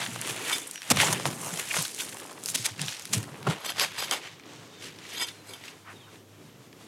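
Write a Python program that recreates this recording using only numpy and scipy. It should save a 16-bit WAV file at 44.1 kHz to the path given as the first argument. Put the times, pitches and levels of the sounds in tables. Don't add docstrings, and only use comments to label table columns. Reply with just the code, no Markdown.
import sys
import numpy as np
from scipy import signal
from scipy.fft import rfft, irfft
from scipy.io import wavfile
from scipy.ndimage import uniform_filter1d, map_coordinates

SR = 44100
rng = np.random.default_rng(int(sys.argv[2]) if len(sys.argv) > 2 else 0)


def inscribe(sig):
    pcm = np.round(np.clip(np.atleast_2d(sig).T, -1, 1) * 32767)
    wavfile.write(sys.argv[1], SR, pcm.astype(np.int16))


N = 303350
TIME = np.arange(N) / SR

# (frequency [Hz], bandwidth [Hz], level [dB])
BLADE_MODES = [(985, 70, -10), (1390, 120, -12), (1530, 90, -12), (1960, 60, -11), (2255, 35, -2),
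               (2770, 60, -9), (3130, 50, -1), (3200, 50, -4), (3530, 32, 1), (4025, 60, -8),
               (4390, 50, -9), (4790, 50, -7), (5000, 100, -4), (5990, 50, -9), (6550, 160, -11),
               (7300, 70, -15), (7880, 70, -9), (8630, 90, -14), (9270, 110, -15), (9570, 70, -15),
               (10300, 60, -9), (10850, 70, -19), (11380, 65, -12), (12450, 110, -18), (13400, 130, -20),
               (14080, 90, -21)]
# (peak time [s], rise [s], fall [s], grit level [dB],
# then relative to the grit: clods [dB], fine sand [dB], rustle [dB], blade ring [dB])
STROKES = [(0.019, 0.39, 0.1, -33, -7.5, -7, -32, -35), (0.3, 0.14, 0.13, -36.5, -6.5, 1.5, -6.5, -22),
           (0.48, 0.055, 0.15, -32.5, -13, -4, -21, -30), (0.535, 0.11, 0.062, -31, -11, 2.5, -27, -3.5),
           (1.018, 0.12, 0.22, -25.5, -7.5, -2, -29, -30), (1.132, 0.026, 0.016, -35, 5.5, 10, -14, -30),
           (1.267, 0.036, 0.085, -36.5, 3, 1, -0.5, -30), (1.48, 0.22, 0.096, -44.5, 5, 8.5, -15, -30),
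           (1.601, 0.15, 0.066, -36, -4.5, 2, -10, -30), (1.767, 0.11, 0.14, -34.5, -4.5, 3, -13.5, -30),
           (2.005, 0.031, 0.086, -40.5, -30, 11, -23, 3.5), (1.9, 0.054, 0.43, -52, -23, 7, 3.5, -30),
           (3.56, .06, 0.072, -58, -8, -23, 13, -30), (2.496, 0.06, 0.041, -48, -27, 17, -22, -30),
           (2.584, 0.082, 0.15, -41, -32, 2.5, -25, -30), (2.675, 0.05, 0.047, -39, -8, -8, -26, -30),
           (2.81, 0.04, 0.18, -39, -9, -6.5, -21, -30), (2.89, 0.08, 0.31, -44.5, -27, -1, -30, -30),
           (3.168, 0.1, 0.11, -41.5, -17, 2, -4.5, -30), (3.506, 0.057, 0.082, -35, 1, -9, 0.5, -30),
           (3.66, 0.075, 0.09, -36.5, 2.5, -16, -15, 3.5), (3.699, 0.087, 0.039, -37, -2, -5, -16, 4),
           (3.815, 0.06, 0.086, -25, -3, -8.5, -18, -1), (3.996, 0.053, 0.12, -33, -3.5, -13, -16, 1.5),
           (4.045, 0.13, 0.037, -37, -14, -9, -29, 2), (4.13, 0.054, 0.065, -29, 0.5, -11, -19, 0.5),
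           (4.26, 0.1, 0.076, -41.5, -6, -21, -28, -30), (4.835, 0.053, 0.12, -42.5, -24, -11.5, -11, -4),
           (4.885, 0.12, 0.059, -46, -19, -17, -13, -9), (5.07, 0.16, 0.26, -46, -9.5, -8, -30, -30),
           (5.17, 0.13, 0.065, -41, -10, -29, -26, -20), (5.223, 0.13, 0.053, -32.5, -7, -18, -16.5, 5),
           (5.285, 0.022, 0.045, -41, -26, -5, -23, -1), (5.495, 0.088, 0.18, -47.5, 2, -16, -22, 4),
           (5.539, .02, .05, -57, -3, 4, -14, 8), (5.655, 0.11, 0.11, -48.5, -8.5, -11.5, -22, -5),
           (5.7, 0.098, 0.062, -47, -12, -14, -22, -10)]


def undb(db):
    return 10 ** (np.asarray(db) / 20)


def unit(x):
    return x / np.sqrt(np.mean(x ** 2))


def band(x, lo_hz, hi_hz):
    sos = signal.butter(2, [lo_hz, min(hi_hz, .45 * SR)], "bandpass", fs=SR, output="sos")
    return signal.sosfilt(sos, x)


def resonate(x, modes):
    out = sum(undb(db) * signal.lfilter(*signal.iirpeak(hz, hz / width, SR), x)
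              for hz, width, db in modes)
    return out / np.sqrt(sum(undb(db) ** 2 * np.pi * width / SR for _, width, db in modes))


def wander(rate_hz):
    hold = int(SR / rate_hz)
    steps = np.repeat(rng.standard_normal(N // hold + 1), hold)
    return unit(uniform_filter1d(uniform_filter1d(steps, hold), hold)[:N])


def curves(table):
    times, *columns = np.transpose(table)
    return [np.interp(TIME, times, column) for column in columns]


def grains(per_s, spread_db, top_db, tail_s, bed_db):
    chance = rng.random((2, N))
    size_db = np.minimum(-spread_db * np.log(1 - chance[1]), top_db)
    impacts = (chance[0] < per_s / SR) * undb(size_db)
    tails = signal.lfilter([1], [1, -np.exp(-1 / (tail_s * SR))], impacts)
    return unit(unit(tails) + undb(bed_db))


def stroke_envelope(gains, power=1):
    rounding, curvature = .027, .85
    peak, rise, fall = np.transpose(STROKES)[:3, :, None]
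    lag = TIME[::64] - peak
    distance = lag / np.maximum(np.where(lag < 0, rise, fall), .01)
    effort = undb(-20 * power * (np.hypot(distance, rounding) - rounding) ** curvature)
    return np.interp(TIME, TIME[::64], np.sqrt(np.square(gains) @ effort ** 2))


def grinding(jerks):
    peak, _, _, db, clod_db, fine_db, _, ring_db = np.transpose(STROKES)
    buried = 1 / np.sqrt(1 + undb(ring_db) ** 2)
    forces = []
    for gain in size_gains(peak, db, clod_db, fine_db):
        grit = grains(per_s=160, spread_db=-1, top_db=10, tail_s=.0012, bed_db=15.5)
        forces.append(jerks * grit * stroke_envelope(gain * buried) * undb(.89 * wander(30)))
    return shifting_mix(soil_noise(forces))


def size_gains(time, db, clod_db, fine_db):
    # (time [s], level [dB])
    small_grit = [(0, -8), (.5, -9.5), (.8, -3), (1.05, -6.5), (1.25, 1.5), (1.5, -23), (1.8, 2), (2.2, -9),
                  (2.55, 3.5), (2.9, 4), (3.2, -7), (3.6, 1), (3.85, -0.5), (4.2, 3.5), (4.8, 5),
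                  (5.2, 0.5), (5.7, -1), (6.88, 1.5)]
    small_db = fine_db / 2 + np.interp(time, *np.transpose(small_grit))
    return undb([db, db + clod_db, db + small_db, db + fine_db])


def soil_noise(forces):
    # (low edge [Hz], high edge [Hz])
    size_bands = [(1503, 3610), (488, 1326), (3060, 7370), (5560, 10900)]
    return sum(band(force * rng.standard_normal(N), lo, hi) * np.sqrt(SR / 2 / (hi - lo))
               for force, (lo, hi) in zip(forces, size_bands))


def shifting_mix(x, depth_db=1.6):
    spectrum = signal.stft(x, nperseg=512)[2]
    patches = uniform_filter1d(rng.standard_normal(spectrum.shape), size=9, axis=0)
    patches = unit(uniform_filter1d(patches, size=3, axis=1))
    gain = undb(depth_db * patches - .115 * depth_db ** 2)
    return signal.istft(spectrum * gain, nperseg=512)[1][:N]


def blade_rubbing(jerks):
    contrast, damping = .7, 1.4
    _, _, _, grit_db, _, _, _, ring_db = np.transpose(STROKES)
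    friction = jerks * stroke_envelope(undb(grit_db + ring_db), power=1.29) * rng.standard_normal(N)
    norm = np.sqrt(sum(undb(contrast * db) ** 2 * width for _, width, db in BLADE_MODES))
    out = np.zeros(N)
    for hz, width, db in BLADE_MODES:
        mode = resonate(friction * undb(3 * wander(60) - 1), [(hz, damping * width, 0)])
        out += undb(contrast * db) * np.sqrt(width) / norm * soil_loading(mode)
    return out


def soil_loading(mode, bend=.003):
    shift = bend * SR / 60 * wander(10)
    return map_coordinates(mode, [np.arange(N) + shift], mode="mirror")


def cracking():
    # (time [s], peak [dB], relative clods [dB], relative fine sand [dB], pitch [Hz])
    cracks = [(0.063, -14, -17, -15, 2770), (0.16, -23, 4, -10, 2020), (0.214, -26.5, -12, 13, 2470),
              (0.2743, -18, -5, -3, 2670), (0.44, -27, -15, -9, 2520), (0.583, -27, -6, 9, 3510),
              (0.7116, -35.5, -14, 17.5, 2570), (0.758, -20.5, -20, -5, 2900), (0.778, -23, -26, -14, 2700),
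              (0.9615, -16, -14, 0, 2500), (0.819, -21, -28, -8, 3130), (0.83, -22, -30, -11, 2640),
              (0.971, -7.5, -7, -7, 2400), (1.0017, -6, -13, -9, 2540), (1.031, -18, 6.5, -8, 2900),
              (1.1283, -21, -8, 11, 1170), (1.1992, -30, 16, -13, 1220), (1.232, -39, -9, 14, 1040),
              (1.255, -15.5, 7, -2, 2550), (1.3117, -27.5, 4, 9.5, 1160), (1.599, -28, -21, -8, 1806),
              (1.7578, -24, -9, 5, 1910), (1.773, -41, -10, 7, 3000), (1.7663, -15, 6, -18, 1450),
              (1.853, -18.5, -17, -3, 1580), (1.88, -28, -17, 9.5, 3210), (1.947, -33, -17, 12, 2220),
              (1.982, -38, -20, -7, 3460), (2.0923, -40, -3, 17, 1240), (2.1256, -28, -22, -15, 1570),
              (2.17, -29, -8, -4, 2100), (2.200, -29, -18, 5, 1900), (2.295, -31.5, -4, -13, 2300),
              (2.4369, -38.5, -22, 21, 3520), (2.459, -26, -11, 16.5, 3060), (2.4864, -20.5, -17, 1, 3400),
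              (2.576, -25, -23, -4, 2340), (2.663, -20.5, -26, 7, 2900), (2.794, -18, -24, -20, 2600),
              (2.816, -18.5, -16, 4, 2960), (2.883, -15.5, -34, -14, 3100), (2.9242, -21.5, -16, -23, 2920),
              (2.996, -30.5, -10, 6, 3140), (3.0219, -39, -16, 13, 2490), (3.054, -27, -20, 6.5, 3330),
              (3.229, -28, -12, 4.5, 2810), (3.2406, -29, -16, 0, 1850), (3.429, -33, -13, 1, 1530),
              (3.4507, -34, 1, -9, 1120), (3.72, -20, -11, -12, 3520), (3.7822, -23, 6, -13, 3510),
              (3.797, -9, -12, -2, 3200), (3.847, -13, -6, -21, 2550), (3.9813, -18.5, -10, -23, 1800),
              (4.0248, -17, 0, -14, 1580), (4.1111, -9.5, -23, -2, 3300), (4.397, -28, -13, -26, 2380),
              (4.988, -33, -1, -8, 1710), (5.2695, -41, -20, 12, 3500), (5.535, -39, -15, 7, 3130),
              (5.638, -26.5, -18, -17, 3200), (5.663, -33, -14, -16, 3190), (6.157, -35, -13, -18, 3590),
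              (6.7283, -31, -18, -18, 1680)]
    # (start [s], peak [s], end [s], level [dB],
    # relative clods [dB], relative fine sand [dB])
    crunches = [(.901, .9025, .916, -24, -5, 4), (.907, .917, .9245, -20.5, -1, 1),
                (2.542, 2.554, 2.566, -28, -14, 4), (2.64, 2.661, 2.67, -29, -14, 2),
                (3.125, 3.135, 3.162, -29, -10, 2), (3.466, 3.472, 3.487, -36, 13, -10)]
    crack_t60_s, crumb_t60_s, crumb_db = .006, .035, -15
    tick_db, tick_t60_cycles = -11, 30
    forces, ticks, t = np.zeros((4, N)), np.zeros(N), TIME[:SR // 10]
    crumbs = undb(crumb_db) * 1000. ** (-t / crumb_t60_s)
    decay = (1000. ** (-t / crack_t60_s) + crumbs) / 3
    for time, db, clod_db, fine_db, hz in cracks:
        span = slice(int(time * SR), int(time * SR) + len(t))
        forces[:, span] += size_gains(time, db, clod_db, fine_db)[:, None] * decay
        tick = 1000. 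** (-t * hz / tick_t60_cycles) * np.sin(2 * np.pi * hz * t)
        ticks[span] += undb(db + tick_db) * tick
    splinters = grains(per_s=2500, spread_db=2.5, top_db=8, tail_s=.0004, bed_db=4)
    for start, peak, end, db, clod_db, fine_db in crunches:
        crush = np.interp(TIME, [start, peak, end], [0, 1, 0]) * splinters
        forces += undb(db + np.array([[0], [clod_db], [fine_db / 2], [fine_db]])) * crush
    return soil_noise(forces) + ticks


def clump_bursts():
    # (start [s], peak [s], end [s], level [dB], pitch [Hz], bandwidth [Hz])
    clumps = [(0.44, .443, .455, -39, 2500, 700), (0.457, 0.478, .5, -43, 2900, 600),
              (0.487, 0.511, .525, -30.5, 1460, 1210), (0.54, .55, .556, -35, 5000, 300),
              (.669, 0.674, .686, -36, 9300, 3000), (0.947, 0.99, 1.075, -28, 2720, 1640),
              (1.028, 1.033, 1.042, -21.5, 900, 398), (1.022, 1.05, 1.075, -31, 6900, 1500),
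              (1.701, 1.71, 1.712, -30, 2500, 500), (1.708, 1.713, 1.719, -25, 2230, 900),
              (1.74, 1.74, 1.75, -24.5, 1640, 1400), (1.41, 1.415, 1.43, -36, 8000, 4000),
              (1.81, 1.826, 1.835, -31, 9100, 5000), (1.983, 2.002, 2.02, -32, 3100, 1300),
              (3.129, 3.133, 3.155, -24, 6700, 2500), (3.692, 3.692, 3.703, -30, 3020, 2480),
              (3.78, 3.81, 3.85, -28.5, 4850, 900), (3.975, 3.99, 4.01, -37, 5100, 1200),
              (5.15, 5.181, 5.19, -39, 3750, 700), (5.275, 5.289, 5.298, -39, 3780, 1500),
              (5.48, 5.485, 5.51, -49, 8900, 1500), (5.838, 5.888, 5.945, -43, 1440, 1100),
              (6.052, 6.085, 6.11, -54, 1300, 500)]
    out = np.zeros(N)
    rattle = grains(per_s=1100, spread_db=8, top_db=8, tail_s=.0011, bed_db=14) * rng.standard_normal(N)
    for start, peak, end, db, hz, width in clumps:
        span = slice(int(start * SR), int(end * SR) + 512)
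        corners = [start, max(peak, start + .001), max(end, peak + .001)]
        burst = np.interp(TIME[span], corners, [0, 1, 0]) * rattle[span]
        out[span] += undb(db) * band(burst, hz - width / 2, hz + width / 2) * np.sqrt(SR / 2 / width)
    return out


def pebble_taps():
    # (time [s], level [dB], tilt [dB/octave], frequency that the spot favours [Hz])
    taps = [(.528, -30, 1, 3530), (.525, -32, -2, 2255), (.55, -39, -2, 2255), (.535, -40, 4, 10300),
            (.618, -48, 0, 3530), (3.66, -45, 1, 2255), (3.69, -41, 1, 3130), (3.698, -40, 0, 10300),
            (3.797, -34, 3, 5000), (4.03, -40, 2, 7880), (4.035, -42, 0, 3130), (4.111, -33, 1, 3130),
            (5.205, -35, 1, 3530), (5.21, -38, 0, 2255), (5.225, -42, 2, 11380), (5.245, -39, 1, 3200),
            (5.27, -48, 3, 11380), (5.284, -45, 2, 3530), (5.535, -46, 5, 3530), (5.536, -47, 3, 3130)]
    favour_db, favour_octaves, attack_s = 9, .1, .0015
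    damping = .72
    out, t = np.zeros(N + SR), TIME[:SR // 4]
    hz, width, mode_db = np.transpose(BLADE_MODES)[:, :, None]
    modes = np.exp(-np.pi * damping * width * t) * np.sin(2 * np.pi * hz * t)
    for time, db, tilt_db, spot_hz in taps:
        spot_db = favour_db * np.exp(-(np.log2(hz / spot_hz) / favour_octaves) ** 2)
        scatter_db = rng.standard_normal(hz.shape)
        gains = undb(db + mode_db + tilt_db * np.log2(hz / 3500) + scatter_db + spot_db)
        onset = int(time * SR)
        out[onset:onset + len(t)] += np.sum(gains * modes, axis=0) * np.minimum(t / attack_s, 1)
    return out[:N]


def trickling():
    # (time [s], grit level [dB], relative clods [dB], relative fine sand [dB])
    trickle = [(0.0, -47.5, -4, 5.5), (0.42, -42.5, -6, -8.5), (0.59, -56, 0.5, 8), (0.82, -56.5, -8.5, -1),
               (1.07, -49.5, 15, -26), (1.3, -70, 7, -20), (1.72, -48.5, -13, 5.5), (2.3, -58.5, 3.5, 3),
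               (2.81, -57.5, -2, -18), (3.27, -58.5, 5.5, -4), (3.43, -59.5, 8.5, -5),
               (3.85, -51.5, -14, -37), (4.1, -47.5, -25, -23), (4.37, -58, -2.5, -14.5),
               (4.69, -57.5, 0.5, -13.5), (5.13, -60, 0, -19), (5.27, -57, -1.5, -5), (6.88, -63, 1, -6)]
    # (time [s], level [dB])
    crackle = [(0, -6), (2.1, -1), (3.3, -5), (4.3, -4), (5.7, -51), (6.88, -15)]
    sway, lone_gain = undb(2.1 * wander(18)), undb(curves(crackle)[0])
    forces = []
    for gain in size_gains(TIME, *curves(trickle)):
        lone = lone_gain * grains(per_s=60, spread_db=1.5, top_db=23, tail_s=.00083, bed_db=-64)
        forces.append((1 + lone) * sway * gain * undb(.92 * wander(30)))
    return soil_noise(forces)


def ground_thuds():
    # (frequency [Hz], bandwidth [Hz], level [dB])
    ground_modes = [(120, 20, -1), (151.7, 38, 0.5), (180.6, 13, -8.5)]
    # (time [s], level [dB])
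    rumble = [(0.0, -43.5), (0.69, -59.5), (0.86, -59), (0.92, -29), (1.21, -46.5), (1.24, -40.5),
              (1.74, -58.5), (1.8, -41), (1.88, -61), (2.47, -61), (2.61, -44), (2.66, -60), (2.83, -42),
              (2.93, -64), (3.1, -49.5), (3.16, -40), (3.43, -52.5), (3.49, -28.5), (3.58, -55.5),
              (6.88, -58)]
    # (time [s], level [dB], pitch [Hz], 60 dB decay time [s])
    shoves = [(0.083, -29, 238, 0.069), (0.113, -39, 130, 0.12), (0.306, -33, 139, 0.072),
              (0.908, -12, 236, 0.059), (0.942, -35, 143, 0.082), (0.965, -20, 98.5, 0.1),
              (1.257, -27.5, 146, 0.19), (1.527, -28, 166, 0.085), (1.781, -27.5, 150, 0.11),
              (2.552, -35, 262, 0.12), (2.592, -33.5, 120, 0.17), (2.705, -32.5, 108, 0.11),
              (2.804, -29.5, 153, 0.16), (3.141, -28, 201, 0.19), (3.162, -16, 110.7, 0.1),
              (3.199, -33, 144.5, 0.3), (3.309, -36, 142, 0.15), (3.468, -38, 182, 0.092),
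              (3.471, -21.5, 390, 0.076), (3.489, -33, 157, 0.056), (3.505, -30, 483, 0.08)]
    out = unit(resonate(rng.standard_normal(N), ground_modes))
    out *= undb(curves(rumble)[0] + 3.2 * wander(13))
    for time, db, hz, t60 in shoves:
        t = np.maximum(TIME - time, 0)
        attack = np.minimum(t / .0046, 1)
        out += undb(db) * attack * 1000. ** (-t / t60) * np.sin(2 * np.pi * hz * t)
    return out


def leaf_rustle():
    # (time [s], level [dB])
    breeze = [(0.0, -68), (0.48, -43.5), (0.65, -55), (0.94, -65), (1.07, -38.5), (1.13, -40),
              (1.51, -54.5), (1.78, -62), (2.26, -49.5), (2.78, -57), (3.14, -59.5), (3.35, -47.5),
              (3.64, -63), (3.79, -62), (4.23, -56), (4.66, -54.5), (6.19, -58), (6.88, -55)]
    _, _, _, grit_db, _, _, rustle_db, _ = np.transpose(STROKES)
    envelope = np.hypot(undb(curves(breeze)[0]), stroke_envelope(undb(grit_db + rustle_db)))
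    return unit(band(rng.standard_normal(N), 240, 465)) * envelope * undb(2.2 * wander(24.96))


def birds():
    # (start [s], end [s], start pitch [Hz], end pitch [Hz], level [dB])
    whistles = [(.725, 0.813, 5950, 5600, -47), (4.687, 4.82, 3750, 3550, -57),
                (5.29, 5.44, 4400, 3950, -59.5), (5.94, 6.02, 3770, 3650, -58),
                (5.995, 6.055, 3550, 2950, -58), (6.02, 6.12, 3740, 3600, -61)]
    out = np.zeros(N)
    waver, flutter_db = 1 + .01 * wander(180), 3 * wander(80)
    for start, end, start_hz, end_hz, db in whistles:
        span = slice(int(start * SR), int(end * SR))
        progress = (TIME[span] - start) / (end - start)
        hz = (start_hz + (end_hz - start_hz) * progress) * waver[span]
        swell = np.sqrt(np.abs(np.sin(np.pi * progress)))
        out[span] += undb(db + flutter_db[span]) * swell * np.sin(2 * np.pi * np.cumsum(hz) / SR)
    return out


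def far_motor(hum_hz=102.3):
    # (time [s], level [dB])
    hum_levels = [(0, -79), (5.2, -59.5), (5.8, -58), (6.45, -57), (6.6, -75), (6.88, -75)]
    hz = hum_hz * (1 + .015 * wander(6))
    return np.sin(2 * np.pi * np.cumsum(hz) / SR) * undb(curves(hum_levels)[0] + 3 * wander(8))


def open_air(level_db=-60.5):
    # (frequency [Hz], relative spectral density [dB])
    air_spectrum = [(24, -57), (40, -14), (68, 35), (124, -5), (237, 8), (297, -12), (467, -48), (529, -57),
                    (1070, -19), (3140, -27), (7170, -34), (13100, 1), (16000, -52)]
    hz, db = np.transpose(air_spectrum)
    bin_hz = np.arange(N // 2 + 1) * SR / N
    shape = undb(np.interp(np.log(bin_hz + 1), np.log(hz), db))
    return unit(irfft(rfft(rng.standard_normal(N)) * shape, N)) * undb(level_db + wander(4.2))


def scene():
    jerks = grains(per_s=450, spread_db=3.5, top_db=8, tail_s=.0012, bed_db=4) * undb(wander(45))
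    hoe = grinding(jerks) + blade_rubbing(jerks) + cracking() + clump_bursts() + pebble_taps()
    earth = trickling() + ground_thuds()
    return (hoe + earth + leaf_rustle() + birds() + far_motor() + open_air())[None]


def record(dry):
    hiss_db, bass_hz, top_hz = -70.5, 94, 15900
    hissy = dry + undb(hiss_db) * rng.standard_normal(N)
    thin = signal.sosfilt(signal.butter(7, bass_hz, "highpass", fs=SR, output="sos"), hissy)
    return signal.sosfilt(signal.ellip(10, .2, 70, top_hz, fs=SR, output="sos"), thin)


dry = scene()
out = record(dry)
inscribe(out)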